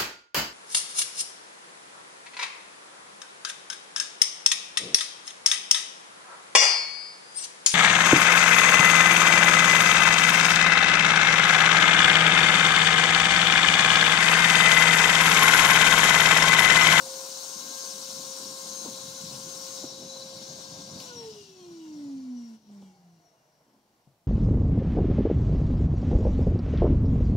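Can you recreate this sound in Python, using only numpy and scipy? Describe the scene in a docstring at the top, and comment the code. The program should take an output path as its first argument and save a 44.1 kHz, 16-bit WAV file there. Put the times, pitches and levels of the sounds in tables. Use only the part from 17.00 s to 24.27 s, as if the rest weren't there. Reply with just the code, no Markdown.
"""Electric blower, then coast-down

A blower runs left of centre in a yard: the rotor hums and whines, brushes buzz, air hisses through
the housing and whistles over an edge. A person thuds on the turf and clicks the switch at 4 s.
Drag slows the rotor, and its tones sweep down through the canister and frame resonances.
Gusts rumble low over a quiet neighbourhood wash."""
import sys
import numpy as np
from scipy import signal
from scipy.fft import rfft, irfft, next_fast_len
from scipy.io import wavfile
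from scipy.ndimage import uniform_filter1d

SR = 44100
rng = np.random.default_rng(int(sys.argv[2]) if len(sys.argv) > 2 else 0)


def int16_out(signal):
    """Quantize to a 16-bit WAV file."""
    q = np.round(np.clip(np.atleast_2d(signal).T, -1, 1) * 32767)
    wavfile.write(sys.argv[1], SR, q.astype(np.int16))


N = 320607

RUN_HZ, OFF_S, MAINS_HZ = 532.3, 4.0042, 120  # shaft speed, switch-off, mains ripple
FAN_DRAG, OIL_DRAG, BRUSH_DRAG = .0011157, .06086, 38.508  # slowing [Hz/s] = fan hz^2 + oil hz + brush
TOP_ORDER, FAINT_DB = 60, -50
DULLED_S, EDGE_HZ = 2.85, 15750  # hiss changes colour, band limit
STEP = 256  # samples per control point

# powered hum: (time [s], order 1 [dB], order 2 [dB], order 3 [dB])
HUM = [(0, -46, -61, -59), (.15, -44, -64, -58.5), (.55, -55, -53.5, -60.5), (.75, -52.5, -57, -51),
       (1.1, -49.5, -58, -59.5), (1.6, -50, -53.5, -61.5), (1.9, -50, -58.5, -59.5),
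       (2.35, -52, -57.5, -61), (2.78, -47.5, -58.5, -67), (2.9, -51, -65, -67), (3.2, -47.5, -62, -61),
       (3.6, -53, -73, -61.5), (4.0, -53.5, -62, -59)]
# powered whine of the 12 armature slots: (time [s], order 12 [dB], order 24 [dB])
SLOT_WHINE = [(0, -53, -71), (.17, -44.5, -61), (.25, -52, -69), (.36, -46.5, -67), (.62, -46, -61),
              (.85, -40.5, -59), (1.02, -49, -67), (1.2, -47, -70), (1.38, -59, -68), (1.6, -47, -66),
              (1.78, -40, -64), (1.96, -49.5, -67), (2.4, -52.5, -67), (2.53, -43, -67), (2.6, -51, -68),
              (2.74, -43, -66), (2.93, -57.5, -69), (3.12, -48.5, -81), (3.35, -65, -78), (3.5, -49.5, -79),
              (3.65, -55, -79), (3.83, -53.5, -81), (4.0, -69, -86)]
# canister response to the coasting hum: (shaft speed [Hz], level [dB])
CANISTER = [(90, -90), (156, -81.5), (165, -62), (175, -52.5), (200, -47), (230, -43), (255, -33),
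            (275, -36.5), (310, -42.5), (345, -44.5), (375, -56), (440, -41), (475, -47.5), (532, -59)]
# canister nulls: (centre [Hz], width [Hz], gain [dB])
CANISTER_NULLS = [(181.8, 12.4, -10.5), (215.2, 9.8, -21.5), (259.3, 13, -6), (396, 13, -10.5),
                  (425.5, 8.1, -12)]
# coasting hum overtones: (time [s], order 2 [dB], order 3 [dB])
COAST_OVERTONES = [(4.0, -47, -71), (4.12, -54, -51), (4.22, -56, -82), (4.34, -73, -69), (4.5, -84, -91),
                   (4.63, -66, -68.5), (4.83, -76, -68.5), (5.02, -63.5, -71), (5.25, -78, -75),
                   (5.35, -72, -74), (5.5, -71, -76), (5.62, -83, -84), (5.76, -61.5, -70),
                   (5.95, -71, -95), (6.2, -79, -94), (6.45, -90, -94), (7.0, -94, -90)]
# coasting slot whine: (time [s], order 12 [dB], order 24 [dB])
COAST_SLOTS = [(4.0, -55, -80), (4.12, -55, -88), (4.19, -44, -87), (4.26, -55, -88), (4.42, -60, -83),
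               (4.5, -70, -90), (4.64, -63, -77), (4.8, -72, -84), (4.95, -86, -82), (5.05, -86, -70),
               (5.25, -82, -69), (5.32, -78, -72), (5.38, -76, -58), (5.48, -82, -61), (5.53, -84, -80),
               (5.6, -94, -85), (5.75, -92, -88), (5.86, -79, -81), (5.93, -83, -80), (6.05, -97, -83),
               (6.2, -99, -92), (7.0, -104, -96)]
# brush and bearing tones: (shaft order, powered re hiss [dB], coasting re grind [dB])
BRUSH_ORDERS = [(4, -30, 2), (4.375, -38, 15), (5, -50, 1), (6, -35, -3), (7, -25, 15), (9, -31, 12),
                (10, -20, -2), (11, -24, -1), (13, -20, -1), (14, -35, 1), (15, -37, 8), (16, -30, 4),
                (17, -32, 9), (18, -39, 3), (19, -50, 8), (22, -50, 4), (25, -50, 6), (27, -50, 10),
                (29, -50, 5), (31, -50, 6), (34, -50, 7), (36, -50, 9), (37, -50, 7), (39, -50, 6),
                (41, -50, 12), (43, -50, 5), (44, -50, 6)]
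# coasting brush grind: (time [s], level [dB])
GRIND = [(4.1, -78), (4.45, -78), (5.0, -82), (5.45, -82), (5.6, -95), (5.75, -90), (5.88, -88), (6.0, -93),
         (6.55, -95), (6.8, -100), (7.27, -107)]
# motor frame response: (frequency [Hz], gain [dB])
FRAME = [(300, -4), (900, -10), (1250, -16), (2400, -13), (3600, -11), (4300, -2), (6500, -5), (8500, -14),
         (10500, -22), (15700, -30)]
# frame modes: (centre [Hz], width [Hz], gain [dB])
FRAME_MODES = [(740, 360, 17), (1480, 120, 9), (2050, 200, 6), (2330, 160, 3), (2850, 200, 15),
               (3250, 140, 10), (4150, 400, 2), (4780, 200, 2), (5680, 400, 13), (6250, 100, 4),
               (6950, 400, 4)]
# airflow: (time [s], hiss [dB], treble fizz re hiss [dB], low drone re hiss [dB])
AIR = [(0, -38.5, -6, -20), (.7, -38, -7, -23.5), (1.25, -38.5, -7, -23), (1.8, -39.5, -6.5, -21.5),
       (2.1, -40, -7.5, -22), (2.8, -39.5, -7, -21.5), (2.88, -42, -12.5, -21.5), (3.5, -43, -11.5, -20),
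       (3.97, -43, -13, -19.5), (4.03, -43, -8.5, -19), (4.12, -46, -13, -22), (4.22, -48, -12, -18),
       (4.45, -51.5, -13.5, -23), (4.53, -55, -13, -20.5), (5.05, -59, -11, -14.5), (5.3, -63.5, -12, -13),
       (5.48, -62, -11, -15), (5.55, -63, -9, -13), (5.61, -71, -26, -21), (5.72, -65.5, -10, -11.5),
       (5.88, -69, -7, -10.5), (5.96, -72.5, -14, -10.5), (6.2, -77, -11, -6.5), (6.45, -79.5, -12, -1.5),
       (6.7, -80, -10, -4), (7.0, -76, -11, -9.5), (7.27, -87, -16, -14)]
# housing and hose response: (frequency [Hz], gain [dB])
HOUSING = [(180, -47), (300, -13.5), (600, -9), (1070, -12), (1300, -14), (1570, -16.5), (2050, -21),
           (2500, -20.5), (3400, -15), (4000, -8.5), (6500, -8.5), (9300, -17), (12000, -22.5),
           (15700, -23)]
# housing cavities: (centre [Hz], width [Hz], gain [dB])
CAVITIES = [(4230, 670, 1), (2950, 47, 4.5), (4630, 150, 4), (5597, 500, 6.5), (6980, 510, 0.5),
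            (6900, 130, 6), (8480, 480, 5), (997, 125, 8), (1422, 95, 12)]
# hiss colour added after DULLED_S: (centre [Hz], width [Hz], gain [dB])
DULLED = [(1440, 450, -3), (684, 145, 4.5), (350, 100, 4.5), (3650, 300, 2.5)]
# hiss colour added as the flow drops: (centre [Hz], width [Hz], gain [dB])
COAST_COLOUR = [(1880, 770, 5), (2940, 950, 7.5), (12200, 4200, 0.5)]
# edge whistle: (time [s], level [dB])
WHISTLE = [(0, -90), (.35, -51), (.5, -76), (.62, -57), (1.15, -60), (1.55, -57), (2.1, -53), (2.25, -51.5),
           (2.45, -60), (2.87, -51), (3.05, -58), (3.12, -49), (3.22, -47), (3.28, -55), (3.36, -58),
           (3.45, -56), (3.7, -68), (4.05, -55.5), (4.4, -68), (4.8, -85), (5.5, -105)]
# switch and snaps: (time [s], level [dB], t60 [s], pitch [Hz], tick share [0-1])
CLICKS = [(3.822, -37, 0.04, 5000, 0.3), (4.001, -22, 0.045, 3300, 0.3), (5.816, -48, 0.15, 3350, 0.1)]
# turf thuds: (time [s], level [dB], pitch [Hz], t60 [s], crunch share [0-1], left minus right [dB])
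THUDS = [(1.849, -43, 520, .08, 1, 0), (1.858, -39.5, 320, .12, .4, 0), (1.878, -36, 250, .07, .3, 0),
         (2.832, -41, 700, .04, 1, 0), (2.8385, -26.5, 340, .045, .2, 0), (5.08, -60, 740, 0.12, 1, 0),
         (5.69, -63, 420, .12, .8, 0), (5.82, -50, 260, 0.12, 0.4, 0), (6.575, -63, 220, .06, .1, 0),
         (6.605, -65, 560, .15, .9, -1), (6.838, -63, 240, .06, .1, 0), (7.059, -64, 950, .05, .3, 2),
         (7.071, -47, 175, 0.055, 0.13, 5), (7.085, -61, 150, .25, .3, 3)]
# gust envelope: (time [s], level [dB], deep-bass emphasis [dB])
RUMBLE = [(0, -56, -4), (.7, -56.5, -16), (1.2, -52, -3), (1.35, -55.5, -26), (1.5, -51.5, -12),
          (1.6, -56.5, -5), (1.85, -48.5, -20), (1.98, -56, -5), (2.04, -50, 3), (2.18, -57, -12),
          (2.24, -48.5, 12), (2.31, -48.5, -9), (2.38, -50.5, 9), (2.48, -46.5, -6), (2.52, -54.5, -2),
          (2.63, -52.5, -12), (2.9, -54.5, -5), (3.02, -48, -9), (3.15, -54, -7), (3.36, -52.5, 4),
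          (3.7, -52.5, 8), (4.0, -49, 0), (4.3, -56.5, 8), (4.45, -62.5, 2), (5.15, -54.5, -9),
          (5.6, -66, -1), (5.8, -63, 1), (6.1, -84, 27), (6.55, -81.5, 8), (6.72, -66, -17),
          (6.9, -76.5, -18), (7.27, -77, 7)]
# gust spectrum: (frequency [Hz], density [dB])
GUST = [(18, -57), (50, -50), (86, -34), (125, -8.5), (155, 2.5), (185, -4.5), (230, -1.5), (330, -8.5),
        (480, -17), (700, -61), (1060, -93)]
# neighbourhood spectrum: (frequency [Hz], density [dB])
YARD = [(18, -74), (30, -17), (208, -10), (257, -28), (352, -7.5), (521, -8.5), (752, -8), (1090, -13.5),
        (1270, -18.5), (2790, -22), (3180, -22), (4020, -22), (15700, -26)]
# blower balance: (frequency [Hz], left minus right [dB])
BALANCE_DB = [(60, 5), (200, -0.5), (700, -0.5), (1290, 0.5), (1600, -3.5), (2130, -1), (2600, 0.5),
              (3500, 3.5), (4400, 3.5), (5600, 10), (6400, 12.5), (8120, 7.5), (10000, 6), (15000, 7)]
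# blower phase: (frequency [Hz], left lead [rad])
LEAD = [(60, 0), (250, .3), (530, .5), (800, .9), (1210, 1.5), (1890, 3.4), (2500, 6.1), (3960, 6.5),
        (4480, 6.7), (5340, 6), (6370, 5.6), (6800, 6.3), (9910, 6.8), (16200, 6.4)]
# hiss and gusts, left to right: (frequency [Hz], coherence [0-1])
AIR_COHERENCE = [(60, 1), (300, 0.94), (700, 0.78), (1400, 0.6), (2400, 0.1), (4400, 0.44), (8000, 0.56),
                 (15000, 0.41)]
# neighbourhood, left to right: (frequency [Hz], coherence [0-1])
YARD_COHERENCE = [(60, 0.63), (130, 0.61), (290, 0.9), (640, 0.86), (1410, 0.5), (3100, 0.087), (6820, 0.1),
                  (15000, 0.12)]


def amp(db):
    return 10 ** (np.asarray(db) / 20)


def evened(x):
    return x / np.sqrt(np.mean(x ** 2) + 1e-20)


def read(points, hz):
    f, value = np.transpose(points)
    return np.interp(np.log(hz + 1), np.log(f + 1), value)


def columns(rows, t):
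    s, *cols = np.transpose(rows)
    return [np.interp(t, s, c) for c in cols]


def wander(t, rate, count):
    """Slow chance curves of rms 1, one row each."""
    hz = np.geomspace(rate / 20, rate, num=16)[:, None]
    turns = rng.random((count, 16, 1))
    return evened((np.sin(2 * np.pi * (hz * t + turns)) / np.sqrt(np.sqrt(hz))).sum(1))


def modes_db(modes, hz):
    return sum(db / (1 + (2 * (hz - centre_hz) / width_hz) ** 4) for centre_hz, width_hz, db in modes)


def coast_fade(t, fade_s):
    return np.clip((t - OFF_S) / fade_s, 0, 1)


def port_gains(hz):
    """Complex left and right gains for the blower's position."""
    ratio = amp(read(BALANCE_DB, hz))
    right = np.sqrt(2 / (1 + ratio ** 2))
    return np.array([ratio * right, right * np.exp(-1j * read(LEAD, hz))])


def place_left(mono):
    size = next_fast_len(N)
    return irfft(rfft(mono, size) * port_gains(np.fft.rfftfreq(size, 1 / SR)), size)[:, :N]


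def patchy_noise(density_db, coherence, patchy_db, size=1024, gains=1):
    """Stereo noise following density_db(hz, s), with random patches in time and frequency."""
    hop = size // 4
    frame_s, hz = np.arange(N // hop + 5) * hop / SR, np.fft.rfftfreq(size, 1 / SR)[:, None]
    re1, im1, re2, im2, patches = rng.standard_normal((len(frame_s), len(hz), 5)).T
    patches = evened(uniform_filter1d(uniform_filter1d(patches, size=10, axis=0), size=12, axis=1))
    shared = np.clip(read(coherence, hz), -1, 1)
    left = re1 + 1j * im1
    right = shared * left + np.sqrt(1 - shared ** 2) * (re2 + 1j * im2)
    white_density = signal.istft(left, nperseg=size, noverlap=size - hop)[1].std() / np.sqrt(SR / 2)
    spectra = np.array([left, right]) * gains * amp(density_db(hz, frame_s) + patchy_db * patches)
    return signal.istft(spectra, nperseg=size, noverlap=size - hop)[1][:, :N] / white_density


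def shaft_angle():
    """Shaft angle [rad]: steady under power, then slowed by fan drag, oil and brush friction."""
    shift_hz = OIL_DRAG / (2 * FAN_DRAG)
    scale_hz = np.sqrt(BRUSH_DRAG / FAN_DRAG - shift_hz ** 2)
    coast_s = np.maximum(np.arange(N) / SR - OFF_S, 0)
    start = np.arctan((RUN_HZ + shift_hz) / scale_hz)
    shaft_hz = scale_hz * np.tan(start - FAN_DRAG * scale_hz * coast_s) - shift_hz
    return 2 * np.pi * np.cumsum(shaft_hz) / SR


def rotor(angle, shaft_hz, t):
    """Hum and armature slot whine; the whine ripples with the mains under power and rasps coasting."""
    grid_s = t[::STEP]
    coasting = coast_fade(grid_s, fade_s=.079)
    powered_db = np.array(columns(HUM, grid_s) + columns(SLOT_WHINE, grid_s))
    canister_db = read(CANISTER, shaft_hz) + modes_db(CANISTER_NULLS, shaft_hz)
    coast_db = np.array([canister_db] + columns(COAST_OVERTONES, grid_s) + columns(COAST_SLOTS, grid_s))
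    levels_db = powered_db + coasting * (coast_db - powered_db)
    levels_db[1:] += np.where(grid_s > OFF_S, 2.5, 1.3) * wander(grid_s, rate=18, count=4)
    levels_db[0] += .47 * wander(grid_s, rate=18, count=1)[0]
    ripple = 1 + .25 * np.cos(2 * np.pi * MAINS_HZ * t)
    rasp = np.interp(t, grid_s, amp(3 * wander(grid_s, rate=60, count=1)[0] - 2.5))
    shake = np.where(t < OFF_S, ripple, rasp)
    blur_rad = .9 * np.interp(t, grid_s, wander(grid_s, rate=70, count=1)[0] * np.maximum(coasting, .35))
    coast_speed = np.interp(t, grid_s, shaft_hz / RUN_HZ * coasting)
    rasp_rad = coast_speed ** 2 * np.interp(t, t[::32], wander(t[::32], rate=260, count=1)[0])
    upper_blur_rad = blur_rad * np.where(t < OFF_S, 2, 1)
    partials = [(1, 0, 1), (2, blur_rad, 1), (3, blur_rad, 1),
                (12, blur_rad + rasp_rad, shake), (24, upper_blur_rad + rasp_rad, shake)]
    out = np.zeros(N)
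    for (order, phase_rad, tremor), db in zip(partials, levels_db):
        out += np.interp(t, grid_s, amp(db)) * tremor * np.cos(order * angle + phase_rad)
    return place_left(np.sqrt(2) * out)


def brushes(angle, shaft_hz, t):
    """Brush and bearing tones at shaft orders; coasting, each chirps as it crosses a frame mode."""
    grid_s = t[::STEP]
    coasting = coast_fade(grid_s, fade_s=.15)
    hiss_db, fizz_db, _ = columns(AIR, grid_s)
    grind_db = columns(GRIND, grid_s)[0]
    taken = [row[0] for row in BRUSH_ORDERS] + [12, 24]  # slot orders sound in rotor()
    fillers = [(k, FAINT_DB, 3.5 - .07 * k) for k in range(4, TOP_ORDER + 1) if k not in taken]
    orders = BRUSH_ORDERS + fillers
    wavers_db = 2.6 * wander(grid_s, rate=30, count=len(orders)) - 1.5
    starts_rad = 2 * np.pi * rng.random(len(orders))
    bounces_rad = (.3 + 1.4 * coasting) * wander(grid_s, rate=40, count=len(orders))
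    out = np.zeros(N)
    for i, (order, powered_db, coast_db) in enumerate(orders):
        hz = order * shaft_hz
        powered = amp(hiss_db + powered_db + (fizz_db + 12.5) * (order > 13))
        coast = amp(grind_db + coast_db + read(FRAME, hz) + modes_db(FRAME_MODES, hz))
        gain = (1 - coasting) * powered + coasting * coast
        gain *= amp(wavers_db[i]) * (hz < EDGE_HZ)
        on = slice(0 if powered_db > FAINT_DB else round(OFF_S * SR), N)  # faint orders: coasting only
        phase_rad = starts_rad[i] + np.interp(t[on], grid_s, bounces_rad[i])
        out[on] += np.interp(t[on], grid_s, gain) * np.cos(order * angle[on] + phase_rad)
    return place_left(np.sqrt(2) * out)


def housing_db(hz):
    """Housing and hose resonances, 0 dB mean across the hiss band."""
    band_hz = np.arange(3000, 6200, 10.)
    band_power = np.mean(amp(read(HOUSING, band_hz) + modes_db(CAVITIES, band_hz)) ** 2)
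    return read(HOUSING, hz) + modes_db(CAVITIES, hz) - 10 * np.log10(band_power)


def airflow(angle, t):
    """Turbulent hiss through the housing, pulsed lightly by each impeller turn and by the mains."""
    def density_db(hz, s):
        hiss_db, fizz_db, drone_db = columns(AIR, s)
        treble_db = np.clip(np.log2(hz / 6500 + 1e-9) / .12, 0, 1) * (fizz_db + 7.95)
        bass_db = np.clip(np.log2(2600 / (hz + 1)) / .17, 0, 1) * (drone_db + 18.23)
        flicker_db = .4 * wander(s, rate=25, count=1)[0]
        colour_db = housing_db(hz) + (s > DULLED_S) * modes_db(DULLED, hz)
        colour_db += coast_fade(s, fade_s=.082) * modes_db(COAST_COLOUR, hz)
        return hiss_db - 38.5 + colour_db + treble_db + bass_db + flicker_db
    pulse = 1 + .014 * np.cos(angle) + .014 * np.cos(2 * np.pi * MAINS_HZ * t) * (t < OFF_S)
    gains = port_gains(np.fft.rfftfreq(512, 1 / SR))[:, :, None]
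    return pulse * patchy_noise(density_db, AIR_COHERENCE, patchy_db=1.5, size=512, gains=gains)


def whistle(t, centre_hz=3990, width_hz=140, drift_hz=40):
    """Air over an edge rings one cavity: narrow noise of drifting pitch."""
    grid_s = t[::STEP]
    drift, waver = wander(grid_s, rate=12, count=2)
    white = rng.standard_normal(N) + 1j * rng.standard_normal(N)
    baseband = signal.lfilter(*signal.butter(2, width_hz / 2, fs=SR), white)
    hz = centre_hz + drift_hz * np.interp(t, grid_s, drift)
    ring = evened((baseband * np.exp(2j * np.pi * np.cumsum(hz) / SR)).real)
    level_db = columns(WHISTLE, grid_s)[0] + 2 * waver
    return place_left(ring * amp(np.interp(t, grid_s, level_db)))


def clicks():
    """Plastic snaps: a wideband tick plus the ring of the part."""
    out, t = np.zeros(N + SR), np.arange(SR // 8) / SR
    white = rng.standard_normal((len(CLICKS), len(t)))
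    ticks = signal.lfilter(*signal.butter(2, 2500, "high", fs=SR), white)
    for (start_s, db, t60_s, hz, tick_share), tick in zip(CLICKS, ticks):
        ring = evened(signal.lfilter(*signal.iirpeak(hz, Q=3.5, fs=SR), tick))
        envelope = (1 - np.exp(-t / .0011)) * amp(db - 11 - 60 * t / t60_s)
        out[round(start_s * SR):][:len(t)] += envelope * (tick_share * tick + .5 * ring)
    return place_left(out[:N])


def thuds(sag=.45):
    """Impacts on turf: a low ground ring of sagging pitch plus a dull crunch."""
    out, t = np.zeros((2, N + SR)), np.arange(SR // 4) / SR
    white = rng.standard_normal((len(THUDS), len(t)))
    crunches = signal.lfilter(*signal.butter(4, (120, 950), "band", fs=SR), white)
    for (start_s, db, hz, t60_s, crunch_share, pan_db), crunch in zip(THUDS, crunches):
        envelope = (1 - np.exp(-t / .0021)) ** 2 * amp(db + 3 - 60 * t / t60_s)
        ring = np.sin(2 * np.pi * hz * t * (1 - sag * np.minimum(t / t60_s, 1)))
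        thud = envelope * (ring + crunch_share * evened(crunch))
        out[:, round(start_s * SR):][:, :len(t)] += amp([[pan_db / 2], [-pan_db / 2]]) * thud
    return out[:, :N]


def gusts():
    """Lumpy wind rumble, nearly mono; some gusts reach deeper."""
    def density_db(hz, s):
        level_db, depth_db = columns(RUMBLE, s)
        lumps_db = 2 * evened(uniform_filter1d(rng.standard_normal(len(s)), size=6))
        deep_db = np.clip(np.log2(190 / (hz + 1)) / .083, 0, 1) * .57 * (depth_db + 3)
        return read(GUST, hz) - 21.5 + level_db + deep_db + lumps_db
    return patchy_noise(density_db, AIR_COHERENCE, patchy_db=1.5)


def yard(level_db=-71):
    """Steady, quiet neighbourhood wash."""
    wash = patchy_noise(lambda hz, s: read(YARD, hz), YARD_COHERENCE, patchy_db=.6)
    return amp(level_db) * evened(wash)


def scene():
    angle, t = shaft_angle(), np.arange(N) / SR
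    shaft_hz = np.gradient(angle[::STEP], t[::STEP]) / (2 * np.pi)
    blower = rotor(angle, shaft_hz, t) + brushes(angle, shaft_hz, t) + airflow(angle, t) + whistle(t)
    return blower + gusts() + yard() + thuds() + clicks()


def record(dry):
    """Steep low-pass at the band limit."""
    return signal.oaconvolve(dry, signal.firwin(511, EDGE_HZ, window=("kaiser", 9), fs=SR)[None], "same")


dry = scene()
out = record(dry)
int16_out(out)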